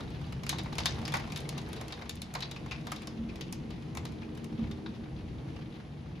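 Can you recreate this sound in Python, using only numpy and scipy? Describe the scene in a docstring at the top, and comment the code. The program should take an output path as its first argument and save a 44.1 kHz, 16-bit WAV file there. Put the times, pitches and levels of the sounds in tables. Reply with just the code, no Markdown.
"""Heavy drops, flung by gusts, hit a window close by: each one cracks, thuds, rings in the pane and spatters.
Light drops, fine spray and taps on the sill patter between them as the squall eases.
Behind them the downpour is a dull wash and a drumming on the roof; wind rumbles and makes the window hum.
Hits are short bursts of coloured noise, ringing is noise shaped by the pane's pitches, and rain and wind
are steady noise whose colour and changing strength come from tables."""
import sys
import numpy as np
from scipy import signal
from scipy.fft import rfft, irfft, next_fast_len
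from scipy.io import wavfile
from scipy.ndimage import uniform_filter1d

SR = 44100
rng = np.random.default_rng(int(sys.argv[2]) if len(sys.argv) > 2 else 0)


def generate_wav(sig):
    """Save sig (samples, or channels by samples) to the path in sys.argv[1] as 16-bit PCM at SR."""
    pcm = np.round(np.clip(np.atleast_2d(sig).T, -1, 1) * 32767).astype(np.int16)
    wavfile.write(sys.argv[1], SR, pcm)


N = 273420  # length in samples

# Heavy drops on the glass: t/s, level/dB, thud against tick/dB, splash against tick/dB,
# ring of the struck spot f/Hz, pitch of the thud f/Hz; drop() trims the thud and splash further
HEAVY_DROPS = [(0.006, -52.5, 3.5, -10.5, 3940, 1100), (0.104, -60, 3, -5, 3780, 740),
               (0.324, -51, -1, -6.5, 2960, 600), (0.434, -49.5, -3, -6, 2200, 740),
               (0.465, -46, -4, -5, 2440, 1430), (0.4922, -34.5, -12, 0, 6300, 1100),
               (0.4973, -38.5, -11, -22, 3970, 1110), (0.528, -46.5, 5.5, -18, 3670, 860),
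               (0.5849, -41, -16, -10, 3800, 680), (0.5926, -54, 8, -6, 3700, 710),
               (0.634, -64.0, 0.0, 5, 4310, 1040), (0.659, -55.5, 10.5, -11, 2330, 1174),
               (0.7268, -49.5, 4.0, -10.0, 3900, 830), (0.7534, -52, -2, -3, 2330, 670),
               (0.783, -35.0, -4.5, -7, 3470, 870), (0.802, -46.5, 3.5, -7, 5100, 784),
               (0.857, -30.5, -7.5, -4, 5900, 1140), (0.8614, -35.5, -12, -21, 3800, 1440),
               (0.867, -41, -11, -20, 3600, 1440), (0.9877, -54, -2, -8, 3700, 820),
               (1.052, -42, -20, -13, 5040, 690), (1.0783, -42, -6, -8.0, 2420, 1200),
               (1.1211, -44.0, -4, -9, 3500, 880), (1.139, -37, 4, -10, 2240, 1100),
               (1.146, -44, 5.5, -9, 2300, 1140), (1.1556, -44.5, -1, -8.0, 3480, 786),
               (1.169, -46, 4, -2, 3890, 750), (1.198, -50.0, 4, -10, 2400, 840),
               (1.2999, -55, -1, -10, 3700, 1230), (1.3207, -46, -11.0, -6.0, 2300, 760),
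               (1.3603, -41.5, -11, -7, 3780, 750), (1.3734, -47.5, -18.0, -1.5, 3770, 1170),
               (1.404, -55.5, -8.0, 3.0, 2520, 740), (1.4903, -43.5, -18.0, 0.5, 3850, 600),
               (1.579, -45, -3, -7.0, 3800, 850), (1.6149, -61, -13, 1, 3590, 740),
               (1.688, -64.5, 13, 6, 2350, 880), (1.7302, -50.5, -0.5, -1, 3750, 780),
               (1.7627, -51.5, -8.0, -8.0, 3740, 780), (1.812, -50, 5.5, -2, 2210, 645),
               (1.881, -52.5, -6, -3, 4370, 780), (1.905, -55, -1, -15, 2400, 870),
               (1.923, -43.5, -4.5, -13, 3740, 830), (2.02, -51.5, 4, -15.0, 2100, 1440),
               (2.0564, -61, 7.5, -10, 2120, 880), (2.0937, -42.0, -12, -2, 3800, 990),
               (2.155, -65, -9.0, 10, 2200, 1440), (2.218, -45.5, -15.0, 0.5, 3840, 760),
               (2.339, -54, 3, 7, 4820, 1060), (2.3505, -42, 4.5, -7, 4100, 1110),
               (2.405, -46, -8, -7, 3900, 1090), (2.4232, -39.0, -9.0, -19, 3880, 1010),
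               (2.428, -45, -4, -27, 4500, 870), (2.513, -46.5, -5, -5, 3800, 750),
               (2.562, -49, -4, -16.0, 2590, 1170), (2.661, -58.5, 9, -4.5, 2100, 985),
               (2.711, -40, -15, -20, 2530, 1300), (2.7189, -43, -6, -21, 2400, 1290),
               (2.869, -49, 5, -5.5, 3620, 820), (2.9161, -52.0, 4, -7, 2270, 1130),
               (2.919, -44.0, 5, 0, 2260, 1160), (2.961, -49.5, -21.0, -8.0, 3700, 760),
               (3.02, -56.5, -4.0, -4.0, 2540, 600), (3.072, -47.5, -3, -4.5, 5400, 1080),
               (3.292, -53, -12, -33, 2460, 1390), (3.357, -53.5, -2.0, -8, 2290, 820),
               (3.41, -44.5, -12.0, -9, 3460, 1070), (3.5252, -47.5, -6.0, 3.5, 5650, 816),
               (3.705, -54.5, -2, -10.0, 3930, 780), (3.9505, -55.0, 4.5, 1.5, 2290, 780),
               (3.9714, -46, 2.5, -2.5, 2150, 1160), (4.0525, -48.5, -0.5, -5.5, 4040, 1090),
               (4.121, -60.0, -4.0, -6.0, 2310, 730), (4.22, -56.0, 2.5, -26.0, 2480, 1010),
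               (4.3508, -62, -19, -3, 2520, 600), (4.374, -58.0, -16.0, -2.0, 2900, 760),
               (4.443, -54.5, -19, -0.5, 2260, 600), (4.638, -58.0, 3, -21, 2200, 790),
               (4.712, -52.5, -6, -10, 3670, 1240), (4.861, -51, 3, -32, 3870, 1260),
               (5.058, -68, 13, -18, 2300, 790), (5.562, -56.5, 1, -16, 2800, 700)]
# Wind slapping the window: t/s, peak level of the ring/dB
WIND_SLAPS = [(0.717, -39), (0.966, -41), (2.79, -48), (3.245, -41), (4.513, -34.5), (4.587, -28)]
# Wind in two long gusts, the first in the lower hum, the second in the upper; levels before trim and wavering:
# t/s, rumble level/dB, lower hum level/dB, upper hum level/dB
WIND_STRENGTH = [(0, -41.5, -45, -54), (0.4, -45, -41, -50), (1.15, -43.5, -39, -47.5),
                 (1.6, -45, -44.5, -49.5), (2.1, -48.5, -54, -56), (2.45, -47.5, -52.5, -55),
                 (2.8, -43.5, -42, -51), (3.0, -47, -52.5, -49.5), (3.3, -41.5, -47.5, -49),
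                 (3.75, -45, -51.5, -52), (4.05, -43.5, -44, -45.5), (4.4, -45, -53, -42),
                 (4.75, -46.5, -53, -43), (5.25, -43.5, -44, -49), (5.7, -47, -49, -52.5),
                 (6.2, -46.5, -47.5, -58.5)]
# Rain strength, one squall that slowly eases: t/s, level/dB (the wash is trimmed from this)
RAIN_STRENGTH = [(0.0, -51.5), (0.4, -53.5), (0.7, -51.5), (0.88, -47.5), (1.2, -49), (1.97, -52),
                 (2.17, -56.5), (2.62, -53), (3.66, -55.5), (4.54, -55), (5.01, -56.5), (5.44, -55),
                 (6.2, -58.5)]
# Pitches at which the pane bends and rings: f/Hz, level/dB (before each drop's own balance)
PANE_MODES = [(728, 0), (865, -2), (1068, 0), (1180, -1), (1594, -4), (2330, -4), (2440, 0), (2560, -3),
              (2804, -4), (3340, -4), (3638, -1), (3775, 0), (4010, -4), (4230, -3), (4487, 0), (4721, -2),
              (4867, -2), (5145, -3), (5620, -4), (6600, 0)]
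# Low resonances of the room: f/Hz, width f/Hz, level/dB
ROOM_BOOM = [(70, 40, 4), (186, 18, 7.5), (198, 38, -3), (324.2, 10.3, 7)]
# Window resonances that hum in the gusts, lower and upper group: f/Hz, width f/Hz, level/dB
LOWER_WINDOW_HUMS = [(143.9, 21.7, 0)]
UPPER_WINDOW_HUMS = [(227.3, 12, 0), (307.3, 11.3, -6), (390.4, 13, -17), (446.6, 8.8, -19)]

# Sound colours, of which only the shape counts: f/Hz, level/dB
# wind rumble
RUMBLE_COLOUR = [(12, -29), (25, -16), (40, -12), (60, -3), (100, -3.5), (160, -3.5), (250, -8),
                 (330, -12.5), (460, -20.5), (600, -31), (1000, -35), (3000, -71.5)]
# rain outside, dulled by the window
WASH_COLOUR = [(250, -18), (450, 4.5), (600, 4.5), (780, 4.5), (1100, -2), (1500, -5.5), (2400, -6),
               (3600, -9.5), (5500, -15.5), (7200, -19), (10000, -21.5), (13000, -37), (15000, -47),
               (16000, -55)]
# rain drumming on the roof and walls
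DRUM_COLOUR = [(200, -26.5), (330, -0.5), (390, -1), (490, 0), (570, -16), (900, -32.5), (2000, -56.5)]
# fine drops on the glass
PATTER_COLOUR = [(500, -19), (1500, -5.5), (2500, 0), (3900, -1), (5200, -11.5), (7800, -27), (9200, -25),
                 (10000, -32), (12500, -28), (14000, -25), (15000, -40), (16200, -46)]
# soft drops on sill and frame
TAP_COLOUR = [(300, -8), (700, 1.5), (1300, -0.5), (2500, -5.5), (4500, -9.5), (8000, -28)]
# the three parts of a drop's blow
THUD_COLOUR = [(250, -29), (500, -4.5), (750, 7), (1150, 3), (1700, -2.5), (2300, -2.5), (4000, -59.5)]
TICK_COLOUR = [(900, -2.5), (1600, 0.5), (2200, 6), (3900, 5.5), (5200, 4), (6700, -5), (7800, -3.5),
               (9000, -13), (11000, -49)]
SPLASH_COLOUR = [(4000, -58), (6500, 4), (7900, 3.5), (9200, 2.5), (10000, 0), (12500, -7.5), (14000, -1.5),
                 (15500, -8), (16300, -17)]

# Stereo width, the difference between the ears against what they share: f/Hz, level/dB
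STEREO_WIDTH = [(50, -18.5), (125, -18), (250, -12), (500, -3.5), (1000, -3.5), (2000, -1.5), (4000, -7),
                (5500, -4.5), (8000, -19), (14000, -19)]
# How far the left microphone lags the right: f/Hz, phase/radians
LEFT_LAG = [(0, 0), (5800, 0), (6600, .9), (7750, 2.8), (8400, 3.3), (11000, 6.2), (12200, 6.4),
            (14700, 9.4), (16500, 9.4)]

USUAL_RAIN_DB = -55  # rain strength at which the patter and drumming have their plain levels


def undb(db):
    """Turn decibels into a gain."""
    return 10 ** (np.asarray(db) / 20)


def curve(table, column):
    """Join one column of a table of times with straight lines."""
    rows = np.array(table)
    return np.interp(np.arange(N) / SR, rows[:, 0], rows[:, column])


def unit(x):
    """Scale to an average (rms) level of 1, taken on the mean of the channels."""
    return x / np.sqrt(np.mean(np.atleast_2d(x).mean(0) ** 2))


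def colour(x, points, peaks=()):
    """Filter by a smooth spectrum plus resonance peaks, without sounding ahead of the input."""
    size = next_fast_len(x.shape[-1] // 2 + 1024) * 2
    hz = np.maximum(np.fft.rfftfreq(size, 1 / SR), 1)
    points = np.array(points)
    db = np.interp(np.log(hz), np.log(points[:, 0]), points[:, 1])
    for centre, width, gain in peaks:
        db = db + gain / (1 + (2 * (hz - centre) / width) ** 2)
    # folding the cepstrum gives the phase that puts the energy as early as possible
    cepstrum = irfft(np.log(undb(db)))
    cepstrum[1:size // 2] *= 2
    cepstrum[size // 2 + 1:] = 0
    response = np.exp(rfft(cepstrum))
    return irfft(rfft(x, size) * response)[..., :x.shape[-1]]


def spread(pair):
    """Make stereo from two unrelated signals: alike in the bass, less alike higher up."""
    side = colour(pair[1], STEREO_WIDTH)
    return np.array([pair[0] + side, pair[0] - side])


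def air(size):
    """White noise that comes from all around."""
    return spread(rng.standard_normal((2, size)))


def pan(x, left_db):
    """Lean a pair of channels to the left."""
    return x * undb(np.array([[left_db], [-left_db]]) / 2)


def walk(rate):
    """Slow random wavering of size 1, from random steps (rate in steps per second) smoothed twice."""
    k = int(SR / rate)
    steps = np.repeat(rng.standard_normal(N // k + 1), k)
    smooth = uniform_filter1d(uniform_filter1d(steps, k), k)
    return unit(smooth[:N])


def fade(t, t60):
    """Die away steadily, by 60 dB in t60 seconds."""
    return np.exp(-np.log(1000) * t / t60)


def add(out, sound, at):
    """Mix a sound in at a time in seconds."""
    i = max(int(at * SR), 0)
    out[:, i:i + sound.shape[1]] += sound[:, :max(out.shape[1] - i, 0)]


def impact(spectrum, t60, build_s, crack, crack_t60, peaks=(), ragged_db=-2.5):
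    """A sharp first wave, then edge reflections and flung droplets as noise that builds up and fades."""
    t = np.arange(4096) / SR
    bumps = np.interp(t, np.linspace(0, t[-1], num=36), rng.standard_normal(size=36))
    build_up = fade(t, t60) * (1 - np.exp(-t / build_s)) * undb(ragged_db * bumps)
    envelope = build_up + crack * fade(t, crack_t60)
    noise = rng.standard_normal((2, len(t))) * envelope
    pair = colour(spread(noise), spectrum, peaks)
    head = int(.014 * SR)  # the first 14 ms get an rms level of 1
    return pair / np.sqrt(np.mean(pair[:, :head].mean(0) ** 2))


def downpour(wash_db=-1.46, waver_db=-0.42, drum_db=-3.5, drum_growth=1.13, drum_waver_db=1.65):
    """Rain on the street, dulled by the closed window, and its low drumming on roof and walls."""
    rain = curve(RAIN_STRENGTH, column=1)
    wash = unit(colour(air(N), WASH_COLOUR))
    wash = wash * undb(rain + wash_db + waver_db * walk(12))
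    # drum_growth is how many dB the drumming gains per dB of rain
    drum_level = USUAL_RAIN_DB + drum_db + drum_growth * (rain - USUAL_RAIN_DB)
    drum_level = drum_level + drum_waver_db * walk(9.6)
    drumming = unit(colour(air(N), DRUM_COLOUR)) * undb(drum_level)
    return wash + pan(drumming, left_db=2.0)


def wind(rumble_db=1, gusty_db=1.0, eddy_db=1.23, hum_waver_db=2.0):
    """Turbulence rumbles through the walls and hums in the window; deep and higher eddies swell on their own."""
    rumble = unit(colour(air(N), RUMBLE_COLOUR, ROOM_BOOM))
    lowpass = signal.butter(3, 120, fs=SR, output="sos")
    deep = signal.sosfiltfilt(lowpass, rumble)
    eddies = sum(part * undb(eddy_db * walk(7)) for part in (deep, rumble - deep))
    out = eddies * undb(curve(WIND_STRENGTH, column=1) + rumble_db + gusty_db * walk(9))
    push = colour(air(N), RUMBLE_COLOUR)
    for column, hums in ((2, LOWER_WINDOW_HUMS), (3, UPPER_WINDOW_HUMS)):
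        gust = curve(WIND_STRENGTH, column)
        for hz, width_hz, db in hums:
            hum = signal.lfilter(*signal.iirpeak(hz, hz / width_hz, fs=SR), push)
            out += unit(hum) * undb(gust + db + hum_waver_db * walk(7.6))
    return pan(out, left_db=0.7)


def buffets(ring_t60=0.3, ring_hz=226, rise_t60=0.036, thump_db=-7, thump_t60=0.96):
    """A slap of wind bumps the window: a low ring and a short swell of rumble."""
    out = np.zeros((2, N))
    t = np.arange(SR // 2) / SR
    push = 1 - fade(t, rise_t60)
    ring = np.sin(2 * np.pi * ring_hz * t) * fade(t, ring_t60) * push
    ring = ring / ring.max()
    for at, db in WIND_SLAPS:
        rumble = unit(colour(air(len(t)), RUMBLE_COLOUR, [(600, 650, -5)]))
        thump = rumble * fade(t, thump_t60) * push
        add(out, undb(db) * (ring + undb(thump_db) * thump), at)
    return out


def sill_taps(count=130, below_rain_db=5.5, scatter_db=3, tap_t60=0.05, spot_db=11):
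    """Soft drops on sill and frame, each at one of 14 dull pitches; they thin out as the rain eases."""
    out = np.zeros((2, N))
    rain = curve(RAIN_STRENGTH, column=1)
    spots = [impact(TAP_COLOUR, t60=tap_t60, build_s=0.0014, crack=0.46, crack_t60=0.0076,
                    peaks=[(hz, hz / 5, spot_db)])
             for hz in np.geomspace(700, 4200, num=14)]
    # stronger rain takes a larger share of the taps
    fallen = np.cumsum(undb(rain))
    for when, size, spot, lean in rng.random(size=(count, 4)):
        i = np.searchsorted(fallen, when * fallen[-1])
        db = rain[i] - below_rain_db + scatter_db * (min(-np.log(size), 2) - 1)
        tap = pan(spots[int(spot * len(spots))], left_db=10 * (lean - .5))
        add(out, tap * undb(db), i / SR)
    return out


def patter(per_s=130, scatter_db=5, patter_db=-65, growth=0.46):
    """Fine drops of very uneven size, each smeared by the pane and coloured by the spot it hits."""
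    hit = rng.random(N) < per_s / SR
    size = undb(scatter_db * np.minimum(rng.exponential(size=N), 3))
    spots = rng.integers(0, 16, N)
    out = np.zeros((2, N))
    for spot, spot_hz in enumerate(np.geomspace(900, 6500, num=16)):
        ring = impact(PATTER_COLOUR, t60=.09, build_s=.0016, crack=0.94, crack_t60=0.0057,
                      peaks=[(spot_hz, spot_hz / 4, 8)])
        for i in np.flatnonzero(hit & (spots == spot)):
            add(out, size[i] * ring, i / SR)
    # growth is how many dB the patter gains per dB of rain
    level = patter_db + growth * (curve(RAIN_STRENGTH, column=1) - USUAL_RAIN_DB)
    return pan(unit(out), left_db=4.5) * undb(level)


def pane_ring(ring_hz, thud_rel, low_modes_db=2, uneven_db=4, spot_octaves=.25, far_modes_db=-5,
              pane_q=70, pane_t60=0.11):
    """The pane rings on in narrow, beating bands: a spot favours pitches near its own, low ones follow the thud."""
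    size = 8192
    mode_hz, mode_db = np.transpose(PANE_MODES)
    near_spot = np.exp(-(np.log2(mode_hz / ring_hz) / spot_octaves) ** 2)
    low_share = undb(thud_rel + low_modes_db)
    high_share = near_spot + undb(far_modes_db)
    share = undb(mode_db) * np.where(mode_hz < 2000, low_share, high_share)
    share = share * undb(uneven_db * (2 * rng.random(len(mode_hz)) - 0.5))
    # each pitch becomes a narrow band of noise; a higher pane_q makes it narrower
    detuning = 2 * pane_q * (np.fft.rfftfreq(size, 1 / SR) / mode_hz[:, None] - 1)
    response = np.sqrt((share ** 2 / mode_hz) @ (1 / (1 + detuning ** 2)))
    ring = irfft(rfft(rng.standard_normal((2, size))) * response)
    strength = np.sqrt(np.sum(share ** 2) / 2)
    ring = unit(spread(ring)) * strength * fade(np.arange(size) / SR, pane_t60)
    return pan(ring, left_db=3)


def spatter(tint, count=13, mean_delay_s=.032, landing_t60=.016):
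    """Droplets flung off by a drop land again in a short, uneven cluster of noise bursts."""
    t = np.arange(SR // 8) / SR
    landings = np.zeros(len(t))
    for delay, size in rng.exponential(size=(count, 2)):
        landings[int(delay * mean_delay_s * SR) % len(t)] += min(size, 2) ** 2
    # each landing adds energy that dies away
    energy = signal.lfilter([1], [1, -fade(1 / SR, landing_t60) ** 2], landings)
    noise = rng.standard_normal((2, len(t))) * np.sqrt(energy)
    return unit(colour(spread(noise), TICK_COLOUR, tint))


def drop(db, thud_rel, splash_rel, ring_hz, thud_hz, thud_db=-1, splash_db=-1, spatter_db=-19,
         spot_db=4, blunt_spot_db=5.5, spot_q=6, dulling_db=7, ring_db=-16.5, blunt_ring_db=1.5):
    """One drop: a splash, a tick and thud that spread through the glass, a ringing pane and droplets landing again."""
    # a drop with little splash lands bluntly: its tick is duller, builds up more slowly and rings more
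    bluntness = np.clip(-splash_rel / 12, .2, 2)
    tint = [(ring_hz, ring_hz / spot_q, spot_db + blunt_spot_db * bluntness),
            (7500, 3500, dulling_db * (1 - bluntness))]
    tick = impact(TICK_COLOUR, t60=0.053, build_s=.004 * bluntness, crack=1.0 / (1 + bluntness),
                  crack_t60=0.032, peaks=tint)
    thud = impact(THUD_COLOUR, t60=0.068, build_s=0.00049, crack=0.29, crack_t60=0.0082,
                  peaks=[(thud_hz, 300, 4.5)])
    splash = impact(SPLASH_COLOUR, t60=0.094, build_s=0.00076, crack=5.6, crack_t60=0.013)
    bright = pan(tick, left_db=2.5) + splash * undb(splash_rel + splash_db)
    out = pane_ring(ring_hz, thud_rel) * undb(ring_db + blunt_ring_db * bluntness)
    add(out, bright + thud * undb(thud_rel + thud_db), 0)
    add(out, spatter(tint) * undb(spatter_db), 0)
    return out * undb(db)


def light_drops(count=20, below_rain_db=8, scatter_db=3.0, thud_db=1, splash_db=-11, variety_db=3):
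    """Smaller drops hit the pane at random pitches, more often and harder when the rain is strong."""
    out = np.zeros((2, N))
    rain = curve(RAIN_STRENGTH, column=1)
    fallen = np.cumsum(undb(rain) ** 2)
    # one drop falls in each equal share of the rain's energy
    shares = (np.arange(count) + rng.random(count)) / count
    for i in np.searchsorted(fallen, fallen[-1] * shares):
        size, thud, splash = rng.standard_normal(size=3)
        db = rain[i] - below_rain_db + scatter_db * size
        thud_rel = thud_db + variety_db * thud
        splash_rel = splash_db + variety_db * splash
        ring_hz, thud_hz = rng.uniform(2200, 4600), rng.uniform(620, 1200)
        add(out, drop(db, thud_rel, splash_rel, ring_hz, thud_hz), i / SR)
    return out


def heavy_drops():
    """The big drops that gusts fling at the glass, each at its own time."""
    out = np.zeros((2, N))
    for at, db, thud_rel, splash_rel, ring_hz, thud_hz in HEAVY_DROPS:
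        add(out, drop(db, thud_rel, splash_rel, ring_hz, thud_hz), at)
    return out


def room(x, room_db=-9.5, low_t60=0.28, high_t60=0.25, build_s=0.011, dull_hz=7500):
    """A small furnished room carries each blow on, duller than it came, as a fading tail of noise."""
    t = np.arange(SR // 2) / SR
    lowpass = signal.butter(2, 2000, fs=SR)
    bandpass = signal.butter(2, [2000, min(dull_hz, 16000)], "band", fs=SR)
    low = signal.lfilter(*lowpass, air(len(t))) * fade(t, low_t60)
    high = signal.lfilter(*bandpass, air(len(t))) * fade(t, high_t60)
    tail = (low + high) * np.minimum(t / build_s, 1) ** 2
    # scaled by the band it fills, so that room_db is its share within that band
    tail = tail * np.sqrt(2 * dull_hz / SR / np.sum(tail.mean(0) ** 2))
    return x + undb(room_db) * signal.oaconvolve(x, tail, axes=1)[:, :N]


def scene():
    """Drops on the glass, carried on by the room, in front of the storm."""
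    storm = downpour() + wind() + buffets()
    drops = heavy_drops() + light_drops() + patter() + sill_taps()
    return storm + room(drops)


def record(dry):
    """The left microphone hears the treble a little later than the right; the recorder cuts the top."""
    size = next_fast_len(N + 1024)
    lag = np.interp(np.fft.rfftfreq(size, 1 / SR), *np.transpose(LEFT_LAG))
    left = irfft(rfft(dry[0], size) * np.exp(-1j * lag), size)[:N]
    top_cut = signal.ellip(8, .2, 70, 16400, fs=SR, output="sos")  # cuts above 16400 Hz
    return signal.sosfilt(top_cut, np.array([left, dry[1]]))


dry = scene()
out = record(dry)
generate_wav(out)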